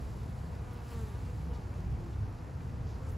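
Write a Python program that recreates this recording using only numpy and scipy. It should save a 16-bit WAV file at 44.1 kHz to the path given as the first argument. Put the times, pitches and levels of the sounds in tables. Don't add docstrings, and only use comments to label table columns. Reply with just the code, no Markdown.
import sys
import numpy as np
from scipy import signal
from scipy.fft import rfft, irfft
from scipy.io import wavfile
from scipy.ndimage import uniform_filter1d

SR = 44100
rng = np.random.default_rng(int(sys.argv[2]) if len(sys.argv) > 2 else 0)


def unload_audio(sound):
    columns = np.transpose(np.atleast_2d(sound))
    steps = np.round(np.clip(columns, -1, 1) * 32767)
    wavfile.write(sys.argv[1], SR, steps.astype(np.int16))


N = 139797
T, HZ = np.arange(N) / SR, np.fft.rfftfreq(N, 1 / SR)
JITTER = 0.00513


def amp(db):
    return 10 ** (np.asarray(db) / 20)


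def unit(x):
    return x / np.sqrt(np.mean(x ** 2) + 1e-20)


def read(points, at):
    x, y = np.transpose(points)
    return np.interp(np.log(at + 1e-9), np.log(x), y)


def follow(curve):
    return np.interp(T, *np.transpose(curve))


def colour(x, points):
    return unit(irfft(rfft(x) * amp(read(points, HZ)), N))


def drift(rate_hz):
    hz = HZ[:513]
    noise = rfft(rng.standard_normal(2 * len(hz) - 2))
    slow = irfft(noise * np.exp(-(hz / rate_hz) ** 2) * (hz > 0))
    return np.interp(T, np.linspace(0, T[-1], len(slow)), unit(slow))


def diffuse(points):
    # (f/Hz, correlation)
    likeness = [(40, 1), (90, 0.98), (140, 0.93), (220, 0.8), (350, 0.7), (500, 0.64), (770, 0.39),
                (1170, 0.029), (1600, 0.16), (1950, 0.98), (2400, 0.99), (3500, 1)]
    a, b = rfft(rng.standard_normal((2, N)))
    alike = np.clip(read(likeness, HZ), -1, 1)
    mid, side = a * np.sqrt(1 + alike), b * np.sqrt(1 - alike)
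    return colour(irfft(np.array([mid + side, mid - side]), N), points)


def swelling(points, level):
    x = diffuse(points)
    loudness = np.sqrt(uniform_filter1d((x ** 2).mean(0), size=4000))
    return x / loudness * amp(follow(level))


def patchy(x, depth_db, count=12):
    wander_hz = 6.8
    centres = np.geomspace(1200, 15000, count)
    out = 0
    for row in np.eye(count):
        band = irfft(rfft(x) * np.interp(HZ, centres, row), N)
        out = out + band * amp(depth_db * drift(wander_hz))
    return out


def low_hum():
    # (f/Hz, level/dB against the rumble's level curve)
    tones = [(65, -11), (104, -11.5), (134, -12.5), (168, -15)]
    wander, swell_db = 0.0596, 5
    out = 0
    for hz, db in tones:
        swell = amp(swell_db * drift(3.8))
        turns = np.cumsum(hz * (1 + wander * drift(5.4))) / SR
        out = out + amp(db) * unit(swell * np.sin(2 * np.pi * turns))
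    return out


def outdoors():
    # (f/Hz, relative level/dB per Hz)
    deep = [(10, -52), (25, -35), (31, -25), (40, -5), (50, -10.5), (63, 2), (80, -3.5), (100, -16.5),
            (140, -29), (400, -86)]
    higher = [(40, -27), (70, -13.5), (90, -1), (105, 1.5), (130, -3.5), (165, -8.5), (200, -12),
              (300, -23.5), (600, -43.5), (2000, -81)]
    open_air = [(30, -30), (150, 0), (250, 5.5), (340, 1.5), (480, 0.5), (570, -3), (700, -1), (900, -2.5),
                (1450, -8.2), (2100, -15.5), (2700, -18.5), (3500, -24.5), (5000, -23), (6200, -26.5),
                (8500, -28.5), (11000, -30.5), (13000, -32.5), (15500, -43)]
    # (t/s, level/dB)
    deep_level = [(0, -42), (.06, -37), (.15, -43), (.4, -40.5), (.68, -42), (.88, -45), (1.01, -35.5),
                  (1.1, -45), (1.18, -38.5), (1.3, -37.5), (1.37, -42), (1.52, -38), (1.72, -42),
                  (1.9, -36), (2.0, -41), (2.12, -40), (2.23, -34.5), (2.3, -42), (2.46, -45), (2.62, -40),
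                  (2.87, -38), (3.04, -43), (3.13, -35), (3.17, -38)]
    higher_level = [(0, -43), (.3, -42.5), (.42, -46), (.65, -42.5), (.85, -46), (1.05, -44.5),
                    (1.25, -40.5), (1.65, -43), (1.95, -41), (2.13, -44), (2.25, -39.5), (2.32, -47),
                    (2.6, -42.5), (2.85, -41.5), (2.93, -45.5), (3.17, -42)]
    deep_trim_db, air_db, air_swell_db = -1.48, -51.5, 0.31
    rumble = amp(deep_trim_db) * swelling(deep, deep_level) + swelling(higher, higher_level)
    tones = low_hum() * amp(follow(deep_level))
    wash = patchy(diffuse(open_air), depth_db=.5) * amp(air_db + air_swell_db * drift(5.0))
    return rumble + tones + wash


def hum(turns, lift_db=0, count=14):
    # (wingbeat multiple, relative level/dB)
    harmonics = [(1, -1.5), (2, 0), (3, -15), (4, -11), (5, -13), (6, -17), (9, -23), (14, -30)]
    flutter_db = 1.0
    out = 0
    for k in range(1, count + 1):
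        flutter = flutter_db * np.sqrt(k) * drift(17.4)
        level = read(harmonics, k) + lift_db * (k > 2) + flutter
        out = out + amp(level) * np.cos(2 * np.pi * (k * turns + rng.random()))
    power = np.sum(amp(read(harmonics, np.arange(1, count + 1))) ** 2) / 2
    return out / np.sqrt(power)


def colony(count=6):
    wingbeat_hz, spread, wander, level_db = 234, .06, .03, -61.5
    out = np.zeros((2, N))
    for offset in np.linspace(-1, 1, count):
        hz = wingbeat_hz * (1 + spread * offset + wander * drift(4.3) + JITTER * drift(27.0))
        voice = hum(np.cumsum(hz) / SR, lift_db=2.5, count=5) * amp(7.0 * drift(3.7))
        place = rng.random() * np.pi / 2
        sides = np.array([[np.cos(place)], [np.sin(place)]])
        out += (0.42 + sides) * voice
    return amp(level_db) * unit(out)


def feet():
    # (f/Hz, relative level/dB per Hz)
    tick_colour = [(800, -13), (2700, 2.5), (5000, 1), (8000, -4), (16000, -12)]
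    ticks_per_s, level_db, spread_db, decay_s = 78, -76, 0.5, 0.0023
    strength = amp(spread_db * np.minimum(rng.exponential(1, N), 3))
    steps = (rng.random(N) < ticks_per_s / SR) * strength
    ticks = signal.lfilter([1], [1, -np.exp(-1 / (decay_s * SR))], steps)
    return amp(level_db) * colour(ticks * rng.standard_normal(N), tick_colour)


def bump(start, db, centre_hz, decay_s):
    band = np.exp(-np.log2((HZ + 1) / centre_hz) ** 2)
    grain = unit(irfft(rfft(rng.standard_normal(N)) * band, N))
    return amp(db) * grain * (T >= start) * np.exp(-np.maximum(T - start, 0) / decay_s)


def brush(start, length, beat_hz, db, centre_hz):
    width_octaves, decay_s, sag_db = 0.5, 0.0016, -2
    age = np.maximum(T - start, 0)
    strokes = (T >= start) * (age < length) * np.exp(-(age % (1 / beat_hz)) / decay_s)
    sag = amp(sag_db * np.minimum(age / length, 1))
    band = np.exp(-.5 * (np.log2((HZ + 1) / centre_hz) / width_octaves) ** 2)
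    scrape = irfft(rfft(strokes * sag * rng.standard_normal(N)) * band, N)
    return amp(db) * unit(scrape) * np.sqrt(length * SR / N)


def bee(flight):
    # (f/Hz, relative level/dB per Hz)
    wing_air = [(500, -30), (1400, 9.5), (2400, -1.5), (4000, 5), (5500, 0.5), (8000, 3.1), (11000, 0),
                (13500, -5), (16000, -7)]
    fade_s, puff_width = 0.046, 0.21
    backstroke, steady = 0.25, 0.32
    s, hz, hum_db, lift_db, air_db = np.transpose(flight)
    turns = np.cumsum(np.interp(T, s, hz) * (1 + JITTER * drift(30.0))) / SR
    present = np.clip(1 + np.minimum(T - s[0], s[-1] - T) / fade_s, 0, 1)
    down, back = (np.exp(-(((turns + shift) % 1 - .5) / puff_width) ** 2) for shift in (0, .5))
    puffs = steady + down + backstroke * back
    air = colour(puffs * rng.standard_normal(N), wing_air)
    tone = amp(np.interp(T, s, hum_db)) * hum(turns, np.interp(T, s, lift_db))
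    return present * (tone + amp(np.interp(T, s, air_db)) * air)


def scene():
    # (t/s, wingbeat f/Hz, hum level/dB, overtone lift/dB, wing air level/dB)
    flights = [
        [(0, 246.4, -75, 4, -67), (.15, 248.8, -70, -7, -66), (.42, 244.8, -62, -7, -70),
         (.6, 245, -64.5, 5, -72), (.7, 246, -59, 7, -67.5), (.82, 239, -68, 13, -68.5),
         (.89, 238.8, -59.5, 7, -63), (.935, 235.4, -53, 3, -60.5), (1.02, 222.7, -48, -2.5, -60.5),
         (1.07, 214.3, -52.3, -1, -62), (1.13, 193.9, -49.5, -10, -65.5), (1.19, 194, -74, -4, -67.5)],
        [(1.09, 228.8, -57.5, 6.5, -80), (1.17, 243.5, -61, 6, -72), (1.23, 249.4, -57, -2, -67),
         (1.28, 253.3, -54.5, 1, -67.5), (1.34, 243.3, -65, 7, -69), (1.42, 229.4, -66, 6, -69),
         (1.48, 222.9, -58, -6, -75), (1.54, 220.5, -59, 2, -75), (1.6, 206, -64, -5, -81)],
        [(1.44, 247.3, -78, -2, -85), (1.5, 236.5, -57, -1, -85), (1.56, 245.2, -67, 13, -77),
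         (1.64, 233, -67, 3, -81), (1.79, 237.4, -71, 14, -71)],
        [(1.55, 183, -64, -3, -77), (1.7, 183, -61, -3, -76), (1.83, 181, -57, -5, -75),
         (1.92, 179, -58, -2, -78), (1.97, 174, -57, -3, -79), (2.01, 171.5, -51.5, -8, -74),
         (2.1, 170.5, -50, -10, -75), (2.15, 170, -62, -4, -79), (2.22, 166, -63, -4, -83)],
        [(2.35, 168, -72, -9, -80), (2.4, 168, -50, -19, -86), (2.45, 172, -66, -6, -90)],
        [(2.42, 254.7, -81, -7, -92), (2.49, 255.5, -57, -4, -80), (2.56, 247, -71.5, -5, -81),
         (2.64, 248, -69.5, 8, -71), (2.79, 244.5, -57, -8, -84), (2.88, 240.5, -63, -4, -87),
         (2.97, 235.7, -68, 10, -78.5), (3.08, 219.5, -63, 4, -69), (3.17, 228.7, -66, -8, -81)],
    ]
    # (t/s, length/s, wingbeat f/Hz, level/dB, centre f/Hz)
    brushes = [(0.615, .009, 220, -70.5, 11500), (0.733, .014, 214, -67, 12000),
               (.905, 0.038, 224.2, -64.5, 11300), (0.914, 0.04, 225, -63.5, 2380),
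               (.918, 0.019, 229, -57, 930), (1.534, 0.033, 234, -67, 4300),
               (2.128, 0.022, 193, -68.5, 3200), (2.869, 0.097, 247, -68, 4630),
               (3.068, 0.023, 207, -68, 7000), (3.091, 0.018, 207, -64, 8200),
               (3.117, .02, 207, -66, 13000)]
    # (t/s, onset level/dB, centre f/Hz, decay/s)
    bumps = [(1.84, -73, 2100, .005), (2.445, -51.5, 1090, 0.0033), (2.606, -59, 2100, 0.0056),
             (2.694, -58, 1700, 0.0055)]
    bees = patchy(sum(bee(flight) for flight in flights), depth_db=1.5)
    board = feet() + sum(bump(*row) for row in bumps) + sum(brush(*row) for row in brushes)
    return outdoors() + colony() + board + bees


def record(dry):
    # (f/Hz, phase/rad)
    left_lead = [(7500, 0), (7620, .9), (9000, 3.14), (10900, 6.2), (11600, 6.35), (11800, 7.2),
                 (13250, 9.42), (14450, 11.2), (14900, 12.57)]
    edge_hz = 15700
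    lead = np.interp(HZ, *np.transpose(left_lead))
    delays = np.array([np.ones(len(HZ)), np.exp(-1j * lead)])
    stereo = irfft(rfft(dry) * delays, N)
    low_pass = signal.firwin(511, edge_hz, window=("kaiser", 9), fs=SR)
    return signal.oaconvolve(stereo, low_pass[None], "same")


dry = scene()
out = record(dry)
unload_audio(out)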